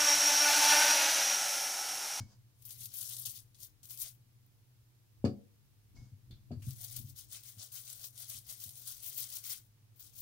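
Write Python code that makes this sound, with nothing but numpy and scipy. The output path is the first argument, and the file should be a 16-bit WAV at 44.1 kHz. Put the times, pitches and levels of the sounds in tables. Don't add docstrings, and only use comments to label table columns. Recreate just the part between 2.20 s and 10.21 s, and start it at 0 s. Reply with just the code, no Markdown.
import sys
import numpy as np
from scipy import signal
from scipy.fft import rfft, irfft, next_fast_len
from scipy.io import wavfile
from scipy.ndimage import uniform_filter1d

SR = 44100
rng = np.random.default_rng(int(sys.argv[2]) if len(sys.argv) > 2 else 0)


def generate_wav(signal):
    frames = np.transpose(np.atleast_2d(signal))
    scaled = np.clip(frames, -1, 1) * 32767
    pcm = np.round(scaled).astype(np.int16)
    wavfile.write(sys.argv[1], SR, pcm)


N = 353241
TIME = np.arange(N) / SR


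def brush():
    # t/s of full pressure, pressure/dB, rise/s, fall/s, fine tips/dB over the pressure
    strokes = [(.423, -72, .002, 0.025, 12), (.453, -65.5, .002, 0.04, 20), (0.518, -56, 0.077, 0.061, 9),
               (0.634, -53.5, .07, 0.054, 9.5), (.739, -56.5, .002, 0.16, 16), (.83, -52, 0.14, 0.085, 7.5),
               (.925, -48, 0.08, 0.1, 5), (1.02, -55.5, 0.085, 0.15, 7.5), (1.058, -44, 0.0046, 0.065, 6),
               (1.168, -54, 0.036, 0.05, 6.5), (1.346, -69, .002, 0.068, 3), (1.434, -57, 0.043, 0.05, 9),
               (1.632, -63.5, .002, 0.13, 5), (1.709, -55, 0.024, 0.06, 9.5),
               (1.814, -50, 0.037, 0.077, 11), (1.864, -50, 0.088, 0.042, -13), (4.424, -66, .002, 0.2, 0),
               (4.501, -58, 0.068, 0.07, 6), (4.644, -53, 0.08, 0.056, 6.5), (4.73, -56, 0.067, 0.11, 5),
               (4.768, -51.5, 0.016, 0.063, 7), (4.9, -62, 0.069, 0.034, 6), (4.963, -60.5, .006, 0.073, 7),
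               (4.994, -55.5, 0.035, 0.065, 1.5), (5.131, -50.5, 0.027, 0.08, 0),
               (5.169, -53, 0.063, 0.031, -4), (5.288, -55, 0.067, 0.073, 4),
               (5.41, -53.5, 0.039, 0.056, -1), (5.44, -54, 0.063, 0.054, 0.5),
               (5.52, -61.5, .002, 0.096, 14), (5.566, -50, 0.046, 0.062, 3.5),
               (5.714, -53.5, .13, 0.097, 2), (5.852, -51, 0.084, 0.043, 6),
               (6.019, -50.5, 0.062, .055, 4.5), (6.105, -52.5, 0.037, .08, 7),
               (6.16, -50.5, 0.094, 0.049, 1), (6.313, -49.5, 0.052, 0.055, 4.5),
               (6.434, -54, 0.069, .12, 6), (6.572, -59, 0.058, 0.27, 6), (6.682, -49, 0.032, 0.09, 5),
               (6.8, -59.5, 0.037, .08, -5), (6.866, -50.5, 0.049, 0.071, 7), (6.99, -53, 0.054, 0.097, 10),
               (7.032, -49, 0.16, 0.071, 1.5), (7.125, -52, 0.04, 0.12, 3), (7.176, -50.5, 0.082, 0.032, 6),
               (7.26, -50, 0.026, 0.11, 4.5), (7.31, -43.5, 0.029, 0.048, 5), (7.375, -61, .05, .03, -6),
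               (7.76, -79, .002, .08, 13), (7.8, -60.5, .012, 0.11, 4), (7.87, -62, 0.085, 0.042, -9),
               (7.99, -55.5, 0.051, .1, 5)]
    # f/Hz, level/dB
    tone_left = [(1290, -37), (2200, -34), (2750, -19), (3050, -11.5), (3390, -9.5), (5760, -7), (6310, -5),
                 (7270, -10), (8870, -8), (10900, 0), (15100, 4.5), (16000, 3)]
    # f/Hz, level/dB
    tone_right = [(1290, -19.5), (2200, -23), (2700, -29), (3050, -12), (3330, -6.5), (5760, -4.5),
                  (6210, -7.5), (7150, 1.5), (8730, 1), (13300, 6), (15100, 3.5), (16000, 7.5)]
    # t/s, gain/dB
    air_ride = [(.4, -6), (.8, -9.5), (1.1, -7), (1.8, -5), (4.4, -4), (5.2, -1), (6, -4.5), (7, -0.5),
                (8.01, 1)]
    # t/s, level/dB
    drag_ride = [(.4, -17.5), (1.2, -25.5), (1.85, -17.5), (4.4, -17), (5.0, -22), (5.5, -19), (6.1, -19),
                 (6.6, -19), (7.0, -19), (7.3, -15), (8.01, -23)]
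    clicks = steadied(flattened(bristle_clicks()))
    bristles = np.array([evened(coloured(x, tone)) for x, tone in zip(clicks, (tone_left, tone_right))])
    stems = filtered(bristles, 4, 9500)
    tips = filtered(bristles, 4, 9500, "high")
    tips = filtered(tips, 3, 13000) + ride(air_ride) * filtered(tips, 3, 13000, "high")
    power = np.array([swell(*stroke[:4]) ** 2 for stroke in strokes])
    pressure = np.sqrt(power.sum(0))
    tip_gain = np.sqrt(gain_of([stroke[4] for stroke in strokes]) ** 2 @ power)
    follow = 0.85
    pull = ride(drag_ride) * pressure ** follow * gain_of(-55) ** (1 - follow)
    scrub = pressure * evened(stems) + tip_gain * evened(tips) + pull * drag(clicks)
    return gain_of(2.5) * panned(8) * scrub


def bristle_clicks(per_s=18000, spread_db=1.7, bunch_db=1.5, busy_db=4.0, tufts=20):
    size_db = spread_db * np.minimum(rng.exponential(1, N), 5) + bunch_db * drift(130)
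    impulses = gain_of(size_db) * (rng.random(N) < per_s / SR)
    tuft = rng.integers(0, tufts, N)
    out, t = np.zeros((2, N)), np.arange(2600) / SR
    envelope = decay(t, 0.0067) + decay(t, 0.082, db=-12.5)
    for k, hz in enumerate(np.geomspace(1500, 15000, tufts)):
        noise = rng.standard_normal((2, len(t)))
        scatter = (0.3 * noise + evened(resonate(noise, [(hz, 0.31 * hz, 0)]))) * envelope
        busy = gain_of(busy_db * drift(500))
        out += signal.oaconvolve((impulses * busy * (tuft == k))[None], scatter, axes=1)[:, :N]
    return out


def drag(clicks):
    # f/Hz, width/Hz, level/dB
    hollows = [(690, 220, -5), (1130, 260, -13), (1480, 340, -3), (2100, 420, -3), (2450, 500, -3)]
    body = 0
    for k, (hz, width, db) in enumerate(hollows):
        peak = [(hz, width, 0)]
        grip = gain_of(db + 2.5 * drift(4000))
        body += (-1) ** k * grip * evened(resonate(resonate(clicks, peak), peak))
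    return evened(filtered(body, 4, (450, 2900), "band"))


def flicks():
    # t/s, level/dB, f/Hz
    clumps = [(0.4224, -49.5, 10500), (0.4519, -43.5, 13500), (0.5067, -37, 14700), (0.6559, -29.5, 13100),
              (0.7382, -50, 14800), (0.7761, -41, 10700), (0.8116, -44, 10300), (0.8154, -31, 11900),
              (0.8264, -34, 11800), (0.9088, -36, 9040), (0.9662, -32, 10800), (1.053, -33, 6750),
              (1.3453, -54, 6500), (1.4032, -43, 14200), (1.6307, -43.5, 10600), (1.6541, -42.5, 14700),
              (1.697, -43.5, 6900), (1.7734, -36, 15100), (1.8128, -38, 14100), (4.4228, -48, 15100),
              (4.5067, -38, 15400), (4.6404, -34, 14000), (4.6848, -47, 14400), (4.7636, -30, 14700),
              (4.9804, -42, 15500), (5.1193, -47, 14900), (5.234, -40.5, 15200), (5.5194, -42, 9100),
              (5.9773, -34.5, 10600), (6.1, -32, 14700), (6.1858, -37, 12500), (6.3031, -36, 12500),
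              (6.4014, -37, 14300), (6.4384, -40, 13000), (6.4916, -35, 11400), (6.6747, -34, 15400),
              (6.8608, -32.5, 11900), (7.1008, -36, 14800), (7.1237, -36.5, 13000), (7.1681, -31.5, 14200),
              (7.2399, -33.5, 14900), (7.2998, -42, 6200), (7.7588, -63, 15500), (7.7954, -47, 15400),
              (7.9643, -52, 14600)]
    out, t = np.zeros((2, N)), np.arange(2000) / SR
    noises = rng.standard_normal((len(clumps), 2, len(t)))
    pans_db = 7 + 3 * noises[:, 0, 0]
    envelope = np.minimum(t / .0005, 1) * (decay(t, .022) + decay(t, .08, db=-13))
    for (s, db, hz), pan_db, noise in zip(clumps, pans_db, noises):
        burst = envelope * (.8 * noise + evened(resonate(noise, [(hz, .25 * hz, 0)])))
        add(out, s, gain_of(db) * panned(pan_db) * burst / abs(burst).max())
    return filtered(out, 5, 3200, "high")


def knocks():
    # t/s, level/dB, hardness as cutoff f/Hz, hand damping/(dB/s) (negative rings longer)
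    blows = [(.003, -47, 242, 66), (0.588, -52, 122, 61), (1.063, -50, 129, 54), (3.042, -18, 720, 64),
             (3.745, -59, 254, 56), (3.815, -48, 186, 95), (3.917, -44.5, 122, -8), (4.104, -53, 440, 146),
             (4.307, -40.5, 680, 82), (4.318, -33, 169, 147), (4.364, -37.5, 121, 2), (4.469, -31, 125, 99),
             (4.799, -49, 300, 296), (4.841, -44, 122, 200), (4.884, -49.5, 128, 200),
             (5.367, -49, 124, 54), (6.146, -50.5, 115, 60), (6.456, -52, 118, 60)]
    # f/Hz, level/dB, t60/s
    sink_modes = [(105.4, -3.5, 0.16), (127.6, 5, 0.087), (155, -22, 0.18), (205, -10.5, 0.52),
                  (242.8, 4, 0.18), (284, -0.5, 0.2), (344.2, -3, 0.37), (404, -7, 0.18), (477, -8, 0.17),
                  (521, -10, 0.2), (557, -14, 0.2), (675, -9.5, 0.077), (720, -9.5, 0.08), (765, -36, 0.21)]
    out, t = np.zeros(N), np.arange(SR // 2) / SR
    ring = sum(decay(t, t60, db) * np.sin(2 * np.pi * hz * t) for hz, db, t60 in sink_modes)
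    for s, db, hard_hz, damping in blows:
        force = 0.026 * rng.standard_normal(len(t)) * decay(t, 0.27)
        force[0] = 1
        edge = 0.074 * min(hard_hz / 550, 1) ** 2 * filtered(force, 2, 550)
        push = filtered(force, 4, hard_hz) + edge
        thud = signal.fftconvolve(ring, push)[:len(t)] * gain_of(-damping * t)
        thud = filtered(thud, 6, 98, "high")
        add(out, s, -gain_of(db) * thud / abs(thud).max())
    return out


def tremble(rise_s=0.069, fall_s=0.063):
    # t/s, boom/dB, rumble/dB
    shoves = [(0.0, -39, -68), (.6, -74, -81), (1.03, -95, -78), (3.03, -66, -64), (3.79, -50, -54),
              (4.129, -51.5, -56.5), (4.35, -45.5, -72), (4.48, -50, -56), (4.8, -54, -80),
              (8.01, -58.5, -83)]
    # f/Hz, width/Hz, level/dB
    boom_modes = [(107.1, 3.8, -2), (120.23, 2.44, -2), (190, 20, -17), (300, 16, -14.5)]
    # t/s, level/dB
    boom_ride = [(0, -63), (2, -63), (2.8, -67.5), (3.6, -66), (4.9, -55.5), (5.3, -67.5), (8.01, -64.5)]
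    mid, low, side = rng.standard_normal((3, N))
    shaking = np.array([mid + 0.3 * side, mid - 0.43 * side])
    boom = evened(resonate(resonate(shaking, boom_modes), [(155, 137, 0)]))
    rumble = evened(filtered(low, 3, (34, 78), "band"))
    boom_gain = ride(boom_ride) + sum(swell(s, db, rise_s, fall_s) for s, db, _ in shoves)
    rumble_gain = gain_of(-88.5 + 8 * drift(3000))
    rumble_gain += sum(swell(s, db, rise_s, fall_s) for s, _, db in shoves)
    return boom_gain * boom + rumble_gain * rumble


def clacks():
    # t/s, level/dB, t60/s
    jolts = [(3.048, -41.5, 0.15), (4.314, -59.5, 0.18)]
    # f/Hz, width/Hz, level/dB
    bowl_modes = [(720, 83, 6.5), (1110, 40, -7.5), (1274, 300, 6.5), (1694, 150, -1.5), (2425, 390, 0.5),
                  (2850, 92, -3), (3570, 250, -2.5), (4440, 120, 0), (4970, 460, -3), (6510, 280, -4),
                  (7560, 180, -8)]
    out, t = np.zeros((2, N)), np.arange(SR // 3) / SR
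    for s, db, t60 in jolts:
        a, b = rng.standard_normal((2, len(t)))
        rattle = evened(resonate(np.array([a + .5 * b, b - a]), bowl_modes))
        envelope = np.minimum(t / 0.00098, 1) * (decay(t, t60) + decay(t, 3 * t60, db=-30))
        add(out, s, gain_of(db) * envelope * rattle)
    return out


def ticks():
    # t/s, level/dB, f/Hz, width/Hz, t60/s, relative snap/dB
    hits = [(.008, -69.5, 2216, 61, 0.28, -30), (2.262, -67, 14200, 900, 0.055, -19),
            (3.05, -50.5, 4700, 345, 0.18, -27), (3.768, -71, 2190, 15, .33, -30),
            (4.108, -63, 3490, 200, .22, -3), (4.109, -63.5, 4270, 660, 0.24, -19),
            (4.311, -54.5, 624, 200, 0.12, -38), (4.318, -66, 4600, 300, 0.23, -21),
            (4.42, -65.5, 2800, 780, 0.19, -10)]
    out, t = np.zeros((2, N)), np.arange(SR // 4) / SR
    for s, db, hz, width, t60, snap_db in hits:
        noise = rng.standard_normal((2, len(t)))
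        blur = width / (width + 200)
        band = evened(resonate(noise, [(hz, width, 0)]))
        ring = (2 * (1 - blur) * np.sin(2 * np.pi * hz * t) + 1.68 * blur * band) * decay(t, t60)
        snap = np.diff(noise, prepend=0) * decay(t, t60 / 2, snap_db)
        add(out, s, gain_of(db) * np.minimum(t / .001, 1) * (ring + snap))
    return out


def scrapes():
    # t/s, level/dB, rise/s, fall/s
    slides = [(0.0, -56, .01, 0.042), (.128, -67.5, 0.11, 0.047), (3.762, -66.5, 0.012, 0.11),
              (3.85, -78, 0.059, .09)]
    # f/Hz, width/Hz, level/dB
    rubbed_modes = [(3280, 260, -23), (4950, 440, -7.5), (5700, 1200, -2.5), (6340, 490, -14),
                    (764, 1300, -2.5), (1610, 330, -16.5)]
    grit = rng.standard_normal((2, N))
    singing = evened(resonate(grit + 0.11 * grit[::-1], rubbed_modes))
    return sum(swell(*slide) for slide in slides) * singing


def kitchen(x, t60=0.42):
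    t = np.arange(SR // 2) / SR
    taps = rng.choice([-1., 1.], (2, len(t))) * (rng.random((2, len(t))) < .05)
    taps *= decay(t, t60) * (t > .004)
    return signal.fftconvolve(x[None], taps / np.linalg.norm(taps[0]), axes=1)[:, :N]


def hiss():
    # f/Hz, level/dB
    floor_tone = [(82, -41), (140, -4.5), (155, -19.5), (303, -20.5), (433, -25.5), (469, -23), (529, -29),
                  (997, -29.5), (1320, -31.5), (5380, -31), (7990, -34), (12600, -31.5), (16000, -30.5)]
    # f/Hz, left-right correlation
    likeness = [(60, -0.061), (180, 0.57), (550, 0.3), (1650, -0.052), (4970, -0.072), (15000, -0.046)]
    left, other = rfft(rng.standard_normal((2, N)))
    hz = np.fft.rfftfreq(N, 1 / SR)
    alike = curve_at(likeness, hz)
    right = alike * left + np.sqrt(1 - alike ** 2) * other
    spectra = np.array([left, right]) * gain_of(curve_at(floor_tone, hz))
    return gain_of(-71.5) * evened(irfft(spectra, N))


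def gain_of(db):
    return 10 ** (np.asarray(db) / 20)


def decay(t, t60, db=0):
    return gain_of(db - 60 * t / t60)


def ride(points):
    return gain_of(np.interp(TIME, *np.transpose(points)))


def swell(s, db, rise_s, fall_s, edge_db=-15, roundness=1.22):
    out = np.zeros(N)
    near = slice(max(round((s - 5 * rise_s) * SR), 0), round((s + 5 * fall_s) * SR))
    away = np.maximum((s - TIME[near]) / rise_s, (TIME[near] - s) / fall_s)
    out[near] = gain_of(db + edge_db * away ** roundness)
    return out


def smoothed(x, size):
    return uniform_filter1d(uniform_filter1d(x, size), size)


def drift(size):
    return evened(smoothed(rng.standard_normal(N), size))


def steadied(x):
    return x / smoothed((x ** 2).mean(0), 1100) ** 0.091


def evened(x):
    return x / np.sqrt(np.mean(x ** 2) + 1e-20)


def flattened(x):
    spectrum = rfft(x)
    return irfft(spectrum / np.sqrt(uniform_filter1d(abs(spectrum) ** 2, 4001)), N)


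def curve_at(points, hz):
    f, value = np.transpose(points)
    return np.interp(np.log(hz + 1), np.log(f + 1), value)


def coloured(x, tone):
    size = next_fast_len(N)
    gain = gain_of(curve_at(tone, np.fft.rfftfreq(size, 1 / SR)))
    return irfft(rfft(x, size) * gain, size)[..., :N]


def filtered(x, order, hz, kind="low"):
    return signal.sosfilt(signal.butter(order, hz, kind, fs=SR, output="sos"), x)


def resonate(x, peaks):
    out = 0
    for hz, width, db in peaks:
        pole = np.exp((2j * np.pi * hz - np.pi * width) / SR)
        out += gain_of(db) * np.sqrt(1 - abs(pole)) * signal.lfilter([1], [1, -pole], x).imag
    return out


def panned(db):
    return gain_of([[db / 2], [-db / 2]])


def add(mix, s, sound):
    part = mix[..., round(s * SR):][..., :sound.shape[-1]]
    part += sound[..., :part.shape[-1]]


def scene():
    thuds = knocks()
    sink = panned(4.0) * thuds + gain_of(-12) * kitchen(thuds) + panned(1.5) * tremble()
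    return brush() + flicks() + sink + clacks() + ticks() + scrapes() + hiss()


def record(dry, cutoff_hz=15850):
    lowpass = signal.firwin(511, cutoff_hz, window=("kaiser", 9), fs=SR)
    return signal.oaconvolve(dry, lowpass[None], "same")


dry = scene()
out = record(dry)
generate_wav(out)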